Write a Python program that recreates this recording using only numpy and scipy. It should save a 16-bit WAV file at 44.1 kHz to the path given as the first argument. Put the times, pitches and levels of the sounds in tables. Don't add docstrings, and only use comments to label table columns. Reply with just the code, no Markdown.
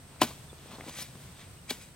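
import sys
import numpy as np
from scipy import signal
from scipy.fft import rfft, irfft
from scipy.io import wavfile

SR = 44100
rng = np.random.default_rng(int(sys.argv[2]) if len(sys.argv) > 2 else 0)


def level_to_linear(level):
    exponent = np.asarray(level, float) / 20
    return 10 ** exponent


def persist_wave(psi):
    counts = np.round(np.clip(psi, -1, 1) * 32767).astype(np.int16)
    wavfile.write(sys.argv[1], SR, np.atleast_2d(counts).T)


N = 85995
GRAINS_PER_S = 9000


def rms_one(x):
    return x / np.sqrt(np.mean(x ** 2) + 1e-20)


def at_hz(points, hz):
    p = np.array(points, float)
    return np.interp(np.log(hz + 1), np.log(p[:, 0] + 1), p[:, 1])


def coloured(x, spectrum):
    gain = level_to_linear(at_hz(spectrum, np.fft.rfftfreq(N, 1 / SR)))
    return rms_one(irfft(rfft(x) * gain, N))


def drift(rate_hz):
    r = np.exp(-2 * np.pi * rate_hz / SR)
    noise = rng.standard_normal(N + SR)
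    return rms_one(signal.lfilter([1], [1, -2 * r, r * r], noise)[SR:])


def resonance(x, hz, width_hz):
    r = np.exp(-np.pi * width_hz / SR)
    poles = [1, -2 * r * np.cos(2 * np.pi * hz / SR), r * r]
    return signal.lfilter([(1 - r * r) / 2, 0, (r * r - 1) / 2], poles, x)


def since(start_s):
    return np.maximum(np.arange(N) / SR - start_s, 0)


def swell(peak_s, rise_s, fall_s):
    t = np.arange(N) / SR - peak_s
    return level_to_linear(np.where(t < 0, 60 * t / max(rise_s, .002), -60 * t / max(fall_s, .002)))


def grains(per_s):
    spread_db = 4
    sizes = level_to_linear(spread_db * np.minimum(rng.exponential(1, N), 4)) * rng.choice([-1, 1], N)
    return rms_one(sizes * (rng.random(N) < per_s / SR))


def stroke(fineness):
    # peak t/s, rise t/s per 60 dB, fall t/s per 60 dB, level/dB,
    # fine sand above it level/dB
    strokes = [(0.171, 1, -0.4, -62.5, -33), (0.211, -0.39, -0.1, -51, 13),
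               (0.2134, -0.0045, .08, -32.5, -5.5), (0.2159, -0.0055, 0.0382, -23.5, -1.5),
               (0.23, 0, 0.1163, -33.5, 0.5), (0.273, 0.02, .5, -48.5, -3), (.58, 0, 1, -63, -17.5),
               (.74, 0.53, 0.3, -53.5, -12), (0.884, 0.4, 0.37, -55, -10), (0.8962, 0.05, 0.02, -48, 2.5),
               (.976, 0.34, 0, -56.5, -9), (0.986, 0.08, 0.15, -46, -5.5), (1.017, 0.37, 0.05, -54.5, 4.5),
               (1.024, 0.1, 0.22, -57.5, 7), (1.03, 0.18, 0, -60, 14.5), (1.041, -0.35, 0.4, -59.5, -8),
               (1.22, 0.6, 0.5, -60, 0.5), (1.414, 0.27, 0.23, -52, -17), (1.698, 0.01, 0.1, -42.5, 0),
               (1.7077, 0.03, 0.0225, -32, -6), (1.71, .01, 0.14, -55, -3), (1.72, -0.17, 0.54, -53.5, 1),
               (1.814, 0, 0.24, -62, 2)]
    return sum(level_to_linear(db + fineness * sand_db) * swell(peak, rise, fall)
               for peak, rise, fall, db, sand_db in strokes)


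def handle():
    # t/s, level/dB, contact centre f/Hz
    blows = [
        (0.218, -1.5, 865),
        (0.2209, -14.5, 422),
        (0.2235, -17, 302),
        (.226, -17.5, 117),
        (0.2354, -15.5, 400),
        (0.228, -22, 1250),
        (.2327, -18.5, 1000),
        (.248, -24.5, 227),
        (1.7102, -21.5, 420),
        (1.7152, -35, 350),
    ]
    # f/Hz, level/dB, 60 dB decay t/s
    handle_modes = [(105.6, -4.5, 0.12), (182, -10, 0.06), (252, 5, 0.068), (320, 5, 0.023),
                    (428, -2, 0.029), (607, -6.5, 0.04), (736, -6.5, 0.043), (913, 2, 0.01),
                    (1000, -8.5, 0.036), (1275, -9, 0.053)]
    out = np.zeros(N)
    for start, db, contact_hz in blows:
        t = since(start)
        luck_db = rng.normal(0, 0.98, len(handle_modes))
        modes = sum(level_to_linear(level + luck - 60 * t / t60) * np.sin(2 * np.pi * hz * t)
                    for (hz, level, t60), luck in zip(handle_modes, luck_db))
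        out += level_to_linear(db - 12.0) * resonance(modes, contact_hz, 0.52 * contact_hz)
    return out


def hiss():
    # f/Hz, level/dB per Hz
    grit_spectrum = [(300, -39), (500, -8.5), (1000, -8.5), (1600, -10.5), (3500, -4), (5000, -13.5),
                     (9000, -17.5), (16000, -40)]
    sand_spectrum = [(2500, -11), (4500, -2.5), (9000, -4.5), (16000, -9.5)]
    grit = coloured(grains(GRAINS_PER_S), grit_spectrum) * stroke(0)
    sand = coloured(grains(GRAINS_PER_S), sand_spectrum) * stroke(0.72)
    return grit + sand


def ringing():
    # peak t/s, rise t/s per 60 dB, fall t/s per 60 dB, level/dB, upper modes level/dB
    rings = [
        (0.215, 0.05, 0.12, -41, -2),
        (0.22, 0.04, 0.0833, -27, -14),
        (0.235, 0.1, 0.1747, -39, -10),
        (.988, 0.85, 0.23, -47, 2),
        (1.003, 0.2, 0.35, -51.5, -10),
        (1.025, 0.5, 0.25, -51, -4),
        (1.42, 0.5, 0.4, -53.5, -10),
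        (1.699, 0.0542, 0.27, -43, 3),
        (1.705, 0.07, 0.066, -35, 1),
        (1.815, 0.1, 0.28, -48, 1),
    ]
    # f/Hz, width f/Hz, level/dB
    blade_modes = [(1500, 35, -7), (1957, 54, -4), (2330, 190, 1.5), (3296, 43, -10), (3920, 120, -3),
                   (4730, 120, -6.5), (5090, 39, -6.5), (6260, 79, -4), (7200, 44, -4.5), (7750, 72, -4),
                   (7800, 63, -14), (8846, 290, -3), (10540, 210, -7), (11040, 34, -17)]
    lower, upper = [sum(level_to_linear(db + up * upper_db) * swell(peak, rise, fall)
                        for peak, rise, fall, db, upper_db in rings) for up in (0, 1)]
    rain = grains(GRAINS_PER_S / 3)
    out = np.zeros(N)
    for k, (hz, width_hz, level) in enumerate(blade_modes):
        drive = upper if hz > 4800 else lower
        hits = np.roll(rain, 997 * k) * drive
        even_power = np.sqrt(SR / width_hz / 2.7)
        out += level_to_linear(level - 11.0) * even_power * resonance(hits, hz, width_hz)
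    return out


def ticks():
    # t/s, peak level/dB, f/Hz, width f/Hz
    stones = [(.218, -10, 853, 260), (.2178, -18.5, 3280, 490), (.2138, -29, 2400, 500),
              (0.21, -32, 1800, 560), (0.22, -24, 1000, 54), (0.22, -16, 3044, 134),
              (.2212, -19, 2600, 180), (.2176, -21, 2730, 300), (.2172, -32, 3380, 300),
              (.231, -19, 3000, 200), (.7995, -31, 510, 300), (.8075, -38, 2600, 900),
              (0.8098, -29.5, 2130, 330), (.882, -35.5, 2100, 500), (.8955, -37, 3100, 400),
              (0.987, -29.5, 4100, 500), (.9898, -35, 2600, 500), (0.9923, -34, 2200, 500),
              (.9925, -39, 6000, 50), (1.004, -47, 5900, 40), (1.013, -45, 6150, 60),
              (1.017, -44, 5800, 140), (1.024, -42, 5500, 60), (1.027, -37, 5120, 46),
              (0.9871, -39, 1170, 400), (.976, -41, 3200, 500), (1.018, -42, 3900, 900),
              (1.022, -33, 4000, 1000), (1.03, -36, 7000, 3000), (1.024, -30, 8930, 170),
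              (1.157, -46, 9000, 6000), (1.6962, -35, 3280, 90), (1.7012, -37, 3900, 300),
              (1.7032, -24, 4000, 220), (1.706, -24.5, 4200, 200), (1.7071, -29.5, 2340, 93),
              (1.7078, -29.5, 4400, 460), (1.7094, -16, 3760, 1200), (1.7105, -29, 620, 210),
              (1.818, -46.5, 6000, 5000)]
    out = np.zeros(N)
    for start, db, hz, width_hz in stones:
        t = since(start)
        out += level_to_linear(db) * np.exp(-np.pi * width_hz * t) * np.sin(2 * np.pi * hz * t)
    return out


def earth():
    # peak t/s, rise t/s per 60 dB, fall t/s per 60 dB, level/dB
    crumbles = [
        (.16, 0.4, 0.4, -55.5),
        (0.223, 0.03, 0.0665, -22.5),
        (0.312, 0.24, 0.07, -48),
        (.73, 0.3, 0.26, -51.5),
        (0.881, 0.55, 0.33, -51),
        (.99, -1, -1, -64),
        (1.709, 0.11, 0.14, -45.5),
    ]
    # t/s, peak level/dB, f/Hz
    clods = [(0.526, -33.5, 415), (0.655, -36, 470), (0.728, -36, 239), (0.781, -33, 280),
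             (.785, -38.5, 330), (0.8038, -30.5, 810), (0.8063, -37, 400), (0.8156, -44, 400),
             (.835, -39, 500), (0.839, -40, 597), (0.862, -35.5, 320), (0.871, -38, 303), (0.878, -34, 352),
             (.882, -37, 450), (0.984, -36.5, 300), (1.018, -38.5, 227), (1.151, -41, 248)]
    # f/Hz, level/dB per Hz
    soil_spectrum = [(120, -6), (250, 1.5), (500, -4.5), (1000, -2.5), (1500, -10.5), (3000, -27.5)]
    lumps_per_s, delay_s, cycles_per_60_db = 1500, .004, 4.5
    crumbs = coloured(grains(lumps_per_s), soil_spectrum)
    out = crumbs * sum(level_to_linear(db) * swell(peak, rise, fall) for peak, rise, fall, db in crumbles)
    for start, db, hz in clods:
        t = since(start + delay_s)
        knock = np.sin(2 * np.pi * hz * t) + 0.22 * np.sin(2 * np.pi * 1.7 * hz * t)
        puff = 0.26 * crumbs * (t > 0)
        out += level_to_linear(db - 60 * t * hz / cycles_per_60_db) * (knock + puff)
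    return out


def spray():
    # f/Hz, level/dB per Hz
    spray_spectrum = [(3000, -19), (6000, -7), (10000, 1.5), (16000, -5.5)]
    sides = [coloured(grains(GRAINS_PER_S), spray_spectrum) * level_to_linear(db) for db in (4, -3)]
    return np.array(sides) * stroke(0.86) * level_to_linear(-4.5)


def birds():
    # t/s, length t/s, f/Hz, level/dB
    chips = [
        (0.501, 0.027, 3530, -56.5),
        (.745, 0.039, 4230, -57),
        (1.385, 0.04, 3590, -56),
        (1.585, .04, 2900, -64),
    ]
    husk = 0.49 + 0.87 * drift(110)
    out = np.zeros(N)
    for middle, length, hz, db in chips:
        t = np.arange(N) / SR - middle
        whistle = np.sin(2 * np.pi * (hz * t - 900 * t ** 2))
        out += level_to_linear(db) * np.exp(-(t / length * 2) ** 2) * whistle
    return husk * out


def field():
    # f/Hz, level/dB per Hz
    air_spectrum = [(15, -47), (25, -14), (92, -9), (134, -5), (309, -17), (489, -19), (5880, -29),
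                    (8360, -28.5), (16000, -36)]
    # f/Hz, width f/Hz, level/dB
    engine = [(125, 7.3, -71), (142, 5, -66), (78, 19, -62)]
    # f/Hz, left-right likeness [0 to 1]
    likeness = [(60, 1), (240, 0.89), (950, 0.51), (3770, 0.078), (15000, 0.023)]
    alike = np.clip(at_hz(likeness, np.fft.rfftfreq(N, 1 / SR)), 0, 1)
    mid, side = rfft(rng.standard_normal((2, N)))
    pair = np.sqrt(1 + alike) * mid + np.sqrt(1 - alike) * side * [[1], [-1]]
    white = irfft(pair, N) / np.sqrt(2)
    out = coloured(white, air_spectrum) * level_to_linear(-52 + 1.0 * drift(5.6))
    for hz, width_hz, db in engine:
        out += level_to_linear(db) * rms_one(resonance(white, hz, width_hz))
    insect_hz, insect_width_hz, insect_db = 8360, 1300, -65
    band = resonance(white, insect_hz, insect_width_hz)
    band = resonance(band, insect_hz, insect_width_hz)
    return out + level_to_linear(insect_db + 1.2 * drift(5.6)) * rms_one(band)


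def ports(x):
    # f/Hz, left minus right level/dB
    port_tilt = [(60, .1), (1000, 1.5), (3000, 0), (6000, 0.5), (15000, 7)]
    bass_cut_hz, lag_s, scatter_db = 99, 3.8e-5, -9
    hz = np.fft.rfftfreq(N, 1 / SR)
    half = level_to_linear(at_hz(port_tilt, hz) / 2) * np.exp(1j * np.pi * hz * lag_s)
    tail = np.diff(rng.standard_normal((2, 400)) * level_to_linear(-.1 * np.arange(400)))
    tail = tail / np.sqrt(np.sum(tail ** 2, axis=1, keepdims=True))
    scatter = rfft(tail, N) * level_to_linear(scatter_db)
    x = signal.sosfilt(signal.butter(3, bass_cut_hz, "high", fs=SR, output="sos"), x)
    return irfft(rfft(x) * (np.array([half, 1 / half]) + scatter), N)


def scene():
    blade = hiss() + ringing() + ticks()
    return ports(handle() + blade + earth() + birds()) + spray() + field()


def roll_off(x):
    return signal.sosfilt(signal.butter(12, 16980, fs=SR, output="sos"), x)


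def record(dry):
    low_pass = signal.ellip(14, .3, 70, 15920, fs=SR, output="sos")
    mix = signal.sosfilt(low_pass, dry)
    return roll_off(mix)


dry = scene()
out = record(dry)
persist_wave(out)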